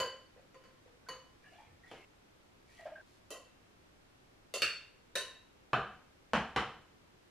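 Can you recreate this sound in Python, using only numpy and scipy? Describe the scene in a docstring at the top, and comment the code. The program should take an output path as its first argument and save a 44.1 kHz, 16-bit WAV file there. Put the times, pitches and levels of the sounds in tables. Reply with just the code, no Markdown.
"""Three full beer glasses clink in a toast, their ring damped by hands and beer, and are then set down
one by one on a low table that knocks and booms. Before that, the beer is poured: the bottle neck taps
the glass, gulps of air ring as bubbles, and the foam fizzes.
A small, lively living room answers every blow; under it all lies a faint hiss and hum."""
import sys
import numpy as np
from scipy import signal
from scipy.fft import rfft, irfft, next_fast_len
from scipy.io import wavfile

SR = 44100
rng = np.random.default_rng(int(sys.argv[2]) if len(sys.argv) > 2 else 0)


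def generate_wav(signal):
    """Clip the signal to [-1, 1] and save it as 16-bit WAV at the path in sys.argv[1]."""
    frames = np.transpose(np.atleast_2d(signal))
    scaled = np.clip(frames, -1, 1) * 32767
    pcm = np.round(scaled).astype(np.int16)
    wavfile.write(sys.argv[1], SR, pcm)


N = 321930
T = np.arange(int(.8 * SR)) / SR  # the seconds of one short sound
HZ = np.fft.rfftfreq(len(T), 1 / SR)


def amp(db):
    """Turn decibels into a gain."""
    return 10 ** (np.asarray(db) / 20)


def unit(x):
    """Scale to an average power of 1."""
    return x / np.sqrt(np.mean(x ** 2) + 1e-30)


def unit_energy(x):
    """Scale to an energy of 1 per channel."""
    return unit(x) / np.sqrt(x.shape[-1])


def fade(ring_s):
    """Die away by 60 dB in ring_s seconds."""
    return np.exp(-np.log(1000) * T / max(ring_s, 1e-3))


def along(points, hz):
    """Read a curve of (pitch, value) points at hz."""
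    pitches, values = np.transpose(points)
    return np.interp(np.log(hz + 1), np.log(pitches), values)


def coloured(x, tone):
    """Make each pitch louder or softer along a tone curve."""
    return irfft(rfft(x) * amp(along(tone, np.fft.rfftfreq(x.shape[-1], 1 / SR))), x.shape[-1])


def spread(pair, width):
    """Mix two unrelated signals into left and right; more side sounds wider."""
    side_gain = amp(along(width, np.fft.rfftfreq(pair.shape[-1], 1 / SR)))
    shares = np.array([np.ones_like(side_gain), side_gain]) / np.hypot(1, side_gain)
    middle, side = irfft(rfft(pair) * shares, pair.shape[-1])
    return np.array([middle + side, middle - side])


# the tone of the hiss: pitch_hz, level_db
HISS_TONE = [(20, -1.5), (45, 0), (70, 0.5), (100, -1), (150, -1.5), (330, 0), (700, -6), (1400, -9),
             (2800, -13), (5600, -19.5), (10000, -27), (13500, -31), (15500, -56.5)]
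# how wide the hiss is: pitch_hz, side_db
HISS_SPREAD = [(60, -20), (200, -1.5), (700, 1.5), (2400, 1.5), (15000, 0.5)]
# mains hum and a thin electronic whistle: pitch_hz, level_db
HUM_TONES = [(100.5, -81), (13010, -99)]
def background(hiss_db=-64.0):
    """Steady room noise with a faint hum."""
    hiss = unit(coloured(spread(rng.standard_normal((2, N)), HISS_SPREAD), HISS_TONE))
    hum = sum(amp(db) * np.sqrt(2) * np.sin(2 * np.pi * (hz * np.arange(N) / SR + rng.random()))
              for hz, db in HUM_TONES)
    return amp(hiss_db) * hiss + hum


# how long the room echoes: pitch_hz, ring_s
ROOM_RING = [(80, 0.65), (210, 0.34), (560, 0.43), (1470, 0.48), (3880, 0.48), (10200, 0.36), (15000, 0.24)]
# how wide the room sounds: pitch_hz, side_db
ROOM_SPREAD = [(100, -35), (500, -26), (1400, -17), (2800, -10), (4200, -6.5), (6500, 0), (10000, 3.5),
               (15000, 14.5)]
def room(direct_db, early_db=-3, early_s=0.22, low_hz=85):
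    """Sound arrives directly, then off the table and near walls, then as a smooth tail."""
    hz, t, bands = signal.stft(rng.standard_normal((2, len(T))), SR, nperseg=256)
    bands = bands * np.exp(-np.log(1000) * t / along(ROOM_RING, hz)[:, None])
    tail = signal.istft(bands, SR, nperseg=256)[1][:, :len(T)]
    early = rng.standard_normal((2, len(T))) ** 3 * fade(early_s)
    echoes = unit_energy(tail) + amp(early_db) * unit_energy(early)
    answer = spread(echoes * (1 - np.exp(-T / 0.00031)), ROOM_SPREAD)
    answer[:, 0] += amp(direct_db)
    # Small things give off hardly any deep bass.
    bass_cut = signal.butter(2, low_hz, "high", fs=SR, output="sos")
    return unit_energy(signal.sosfilt(bass_cut, answer))


# moments when whatever rings stops dead: time_s
STOPS = [2.05, 3.015]
def in_room(start_s, db, sound, direct_db=-7):
    """Play one short sound from its own spot in the room, up to the next stop."""
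    start = max(round(start_s * SR), 0)
    end = min([start + len(T), N] + [round(stop_s * SR) for stop_s in STOPS if stop_s > start_s])
    heard = signal.fftconvolve(sound[None], room(direct_db), axes=1)
    out = np.zeros((2, N))
    out[:, start:end] = amp(db) * heard[:, :end - start]
    return out


def ring(tones, pitch=1, slosh=0, slosh_hz=150):
    """A struck thing rings with fading tones; grip and moving beer (slosh) make them waver."""
    times = np.arange(1000) / slosh_hz
    out = np.zeros(len(T))
    for hz, db, ring_s in tones:
        waver = slosh * np.sqrt(hz / 3000) * np.interp(T, times, rng.standard_normal(len(times)))
        out += amp(db) * unit_energy(np.sin(2 * np.pi * hz * pitch * T + waver) * fade(ring_s))
    return out


def contact(tone, thud_db, crack_db, tick_db, smear_s=0.001906, points=130):
    """The click of a blow: a soft one adds thud, a hard one crack and tick."""
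    pitches = np.linspace(0, SR / 2, points)
    tilt = along([(500, thud_db), (1300, 0.0054), (2800, crack_db), (6500, tick_db)], HZ)
    # Countless brief high tones make the treble uneven.
    depth_db = 6 * along([(3000, 0.11), (8000, 0.75)], HZ)
    ripple = depth_db * np.interp(HZ, pitches, rng.standard_normal(points))
    spectrum = unit(amp(along(tone, HZ))) * amp(tilt + ripple)
    # Fold the click so that nothing sounds before the blow.
    folded = irfft(np.log(spectrum + 1e-6))
    folded[1:len(T) // 2] *= 2
    folded[len(T) // 2 + 1:] = 0
    # Waves of different pitch leave the glass at slightly different times.
    delay_s = smear_s * np.interp(HZ, pitches, rng.random(points) ** 2)
    click = irfft(np.exp(rfft(folded) - 2j * np.pi * np.cumsum(delay_s) * HZ[1]))
    return click * (T < .1)


# a soft bump as the bottle is tilted: start_s, level_db, pitch_hz, ring_s
TILT_BUMPS = [(1.672, -50, 85, 0.042)]
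def bump(gain_db=24):
    """A dull, low push without any click."""
    return sum(in_room(start_s, db + gain_db, ring([(hz, 0, ring_s)]))
               for start_s, db, hz, ring_s in TILT_BUMPS)


def fizz(spiky=0.68, pops_per_s=9000):
    """Tiny bubbles burst in the foam, soft and dense."""
    pops = rng.standard_normal((2, N)) * np.exp(spiky * rng.standard_normal(N))
    pops *= rng.random(N) < pops_per_s / SR
    tone = [(200, -14), (700, -7), (1500, -9), (4000, 7), (8000, 1), (13000, -2), (16000, -14)]
    return unit(coloured(spread(pops, ROOM_SPREAD), tone))


def bubble(hz, attack_s=0.0019, glide=0.083, settle_s=0.0096):
    """A pocket of air rings and sinks to its final pitch; small, high ones die sooner."""
    clock = T + glide * settle_s * (1 - np.exp(-T / settle_s))
    ring_s = 0.044 * (hz / 1000) ** -0.56
    return unit_energy(np.sin(2 * np.pi * hz * clock) * fade(ring_s) * (1 - np.exp(-T / attack_s)))


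# surges of beer in the glass: start_s, length_s, fizz_db, bubbles_db
BEER_SURGES = [(1.388, 0.33, -74.5, -54), (1.821, 0.25, -71.5, -50), (2.642, 0.27, -68.5, -53.5),
               (3.045, 0.17, -72.5, -83)]
def pouring(gain_db=24, count=22, bubble_hz=2362, scatter_octaves=0.241):
    """Each surge swells and ebbs: the foam fizzes with it, and small bubbles crowd at its height."""
    out, foam = np.zeros((2, N)), fizz()
    for start_s, length_s, fizz_db, bubbles_db in BEER_SURGES:
        flow = np.sin(np.pi * np.clip((np.arange(N) / SR - start_s) / length_s, 0, 1))
        births = length_s * np.arccos(1 - 2 * (np.arange(count) + rng.random(count)) / count) / np.pi
        pitches = bubble_hz * 2 ** (scatter_octaves * rng.standard_normal(count))
        swarm = sum(np.pad(bubble(hz), (round(born_s * SR), 0))[:len(T)]
                    for born_s, hz in zip(births, pitches))
        out += amp(fizz_db) * flow * foam + in_room(start_s, bubbles_db + gain_db, unit_energy(swarm))
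    return out


# a splash, coloured by the air in the glass: pitch_hz, level_db
SPLASH_TONE = [(200, -39), (700, 14), (1100, 2), (1600, 9.5), (2100, 3.5), (2600, -0.5), (4000, -11),
               (12000, -26)]
# gulps of air and large bubbles: start_s, level_db, pitch_hz
GULPS = [(0.362, -50.5, 505), (0.859, -53.5, 468), (1.065, -54, 1450), (1.442, -53, 1643),
         (1.521, -53, 667), (1.584, -49, 821), (1.835, -53, 1800), (2.780, -50, 1824), (2.794, -48, 630),
         (2.855, -34, 608), (2.955, -46, 1510)]
def glugs(gain_db=24, splash_db=-23, splash_growth=0.75):
    """Each gulp is one bubble with a little splash; in a big gulp the bubble stands out more."""
    out = np.zeros((2, N))
    for start_s, db, hz in GULPS:
        noise = coloured(rng.standard_normal(len(T)), SPLASH_TONE)
        splash = unit_energy(noise * fade(0.081) * (1 - np.exp(-T / 0.0074)))
        gulp = amp(db) * bubble(hz) + amp(splash_growth * db + splash_db) * splash
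        out += in_room(start_s, gain_db, gulp)
    return out


# the tone of glass hitting glass: pitch_hz, level_db
CLACK_TONE = [(35, -72), (220, -15), (340, -2.5), (500, 8), (700, 3.5), (880, -7), (1120, 1), (2000, 0),
              (3500, -6), (5000, -4), (6000, -3.5), (8000, -8), (12500, -10), (15500, -21)]
def clack(thud_db, crack_db, tick_db):
    """The dead click of glass held in a hand."""
    return contact(CLACK_TONE, thud_db, crack_db, tick_db)


# the ring of bottle and empty glass: pitch_hz, level_db, ring_s
NECK_TONES = [(513.3, -3, 0.17), (1017.5, -3.5, 0.14), (1535, -14.5, 0.041), (1885, -16, 0.065),
              (2770, -42, .1), (2928, -9.5, 0.17), (4427, -10, 0.039), (6504, -16.5, 0.042),
              (10220, -27.5, 0.098), (11600, -26, .1)]
# neck on rim: start_s, level_db, thud_db, tick_db, ring_db, pitch_factor, bright_db_per_octave
NECK_TAPS = [(0.001, -26, 1, -14, 2, 1.025, 1), (0.544, -48.5, -9, -21, 0.5, 1.018, -1.5),
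             (0.639, -50, -15, -14, -2.5, 1.018, -1.5), (1.087, -34, -13.5, -15.5, -1, 1.012, 2)]
def bottle_taps(gain_db=21):
    """The neck touches the rim: light touches ring duller, and the pitch sinks as the glass fills."""
    out = np.zeros((2, N))
    for start_s, db, thud_db, tick_db, ring_db, pitch, bright in NECK_TAPS:
        tones = [(hz, level_db + bright * np.log2(hz / NECK_TONES[1][0]), ring_s)
                 for hz, level_db, ring_s in NECK_TONES]
        tap = clack(thud_db, -3, tick_db) + amp(ring_db) * ring(tones, pitch, slosh=0.61)
        out += in_room(start_s, db + gain_db, tap)
    return out


# the knock of a glass foot on the table: pitch_hz, level_db
KNOCK_TONE = [(30, -64), (70, -6), (200, -9), (280, -0.5), (550, 3), (800, 6), (1150, 4), (1600, 1),
              (2100, -8.5), (3150, -10.5), (3500, -18.5), (5500, -25.5), (8000, -35), (12000, -44.5),
              (15000, -60)]
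# the ring of table top and glass foot: pitch_hz, level_db, ring_s
TABLE_TONES = [(149, -16.5, 0.16), (475, -18, 0.1), (747, -10, 0.047), (894, -13, 0.022), (1072, -11, 0.06),
               (1230, -7, 0.028), (2607, -20.5, 0.066), (2980, -17.5, 0.052), (3080, -17.5, 0.057)]
# the low boom of the whole board: pitch_hz, level_db, ring_s
BOOM_TONES = [(71, -8, 0.094), (218, -3, 0.079)]
# a glass is put down: start_s, level_db, thud_db, crack_db, tick_db, ring_db, boom_db, rock_db
LANDINGS = [(1.914, -50, 14, 15.5, 16, -0.5, -3, -9), (5.732, -19, -7, 0, -7.5, -1, -11, -24),
            (6.334, -19, -1.5, 3.5, 4, -12, -3, -8.5), (6.562, -20, -4.5, 2.5, 3.5, -1.5, -12, -9.5)]
def set_down(gain_db=23, rock_s=0.0175, rock_loss_db=6):
    """A heavy glass foot knocks on the table, rocks, and lands twice more, each time weaker."""
    out = np.zeros((2, N))
    for start_s, db, thud_db, crack_db, tick_db, ring_db, boom_db, rock_db in LANDINGS:
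        for k, landing_db in enumerate([0, rock_db, rock_db - rock_loss_db]):
            knock = contact(KNOCK_TONE, thud_db, crack_db, tick_db)
            blow = knock + amp(ring_db) * ring(TABLE_TONES) + amp(boom_db) * ring(BOOM_TONES)
            out += in_room(start_s + k * rock_s, db + landing_db + gain_db, blow, direct_db=-5.5)
    return out


# the ring of the three full glasses, one list each: pitch_hz, level_db, ring_s
GLASS_TONES = [
    [(1043, -6, 0.24), (1950, -9.5, .12), (2705, -10, 0.65), (3090, -4.5, 0.029), (3950, -13, 0.082),
     (4580, -40, .15), (6710, -16, 0.054), (7300, -19, 0.48)],
    [(2210, -21, 0.0093), (2783, -5, 0.12), (2740, -4, 0.0135), (3440, -22, 0.1), (3605, -4.5, 0.0082),
     (4437, -1.5, 0.093), (4470, -11, 0.37), (5480, -18.5, 0.0137), (7590, -18, 0.066)],
    [(1025, -15.5, 0.69), (1557, -8, 0.055), (1785, -7.5, 0.036), (2670, -11.5, 0.17), (2956, -8, 0.055),
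     (3820, -2.5, 0.18), (3915, -8, 0.13), (4300, -17, 0.34), (6070, -12, .12)],
]
# rim on rim: start_s, level_db, thud_db, crack_db, tick_db, direct_db, glass1_db, glass2_db, glass3_db
RIM_CLINKS = [(3.305, -36.5, 5, -24, 1.5, -12.5, -4, -14.5, -36),
              (4.539, -30, 3, -8, 1.5, -10.5, -8.5, -4.5, -38),
              (4.620, -22.5, -11.5, 7.5, -6, -6, -24, 0.5, -42),
              (5.154, -31.5, 4, 2, 4, -13.5, -4, -11, 3.5)]
def toast(gain_db=22):
    """Each clink is a clack plus ringing glasses; direct_db is what gets straight past the hands."""
    out = np.zeros((2, N))
    for start_s, db, thud_db, crack_db, tick_db, direct_db, *glass_dbs in RIM_CLINKS:
        rings = sum(amp(glass_db) * ring(tones, slosh=1.0)
                    for glass_db, tones in zip(glass_dbs, GLASS_TONES))
        out += in_room(start_s, db + gain_db, clack(thud_db, crack_db, tick_db) + rings, direct_db)
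    return out


def scene():
    """The beer is poured, the glasses clink, and they are set down."""
    return bottle_taps() + glugs() + pouring() + bump() + toast() + set_down() + background()


def record(dry, top_hz=15300):
    """Take away the very highest treble."""
    size = next_fast_len(N + SR // 2)
    kept = np.fft.rfftfreq(size, 1 / SR) < top_hz
    return irfft(rfft(dry, size) * kept, size)[:, :N]


dry = scene()
out = record(dry)
generate_wav(out)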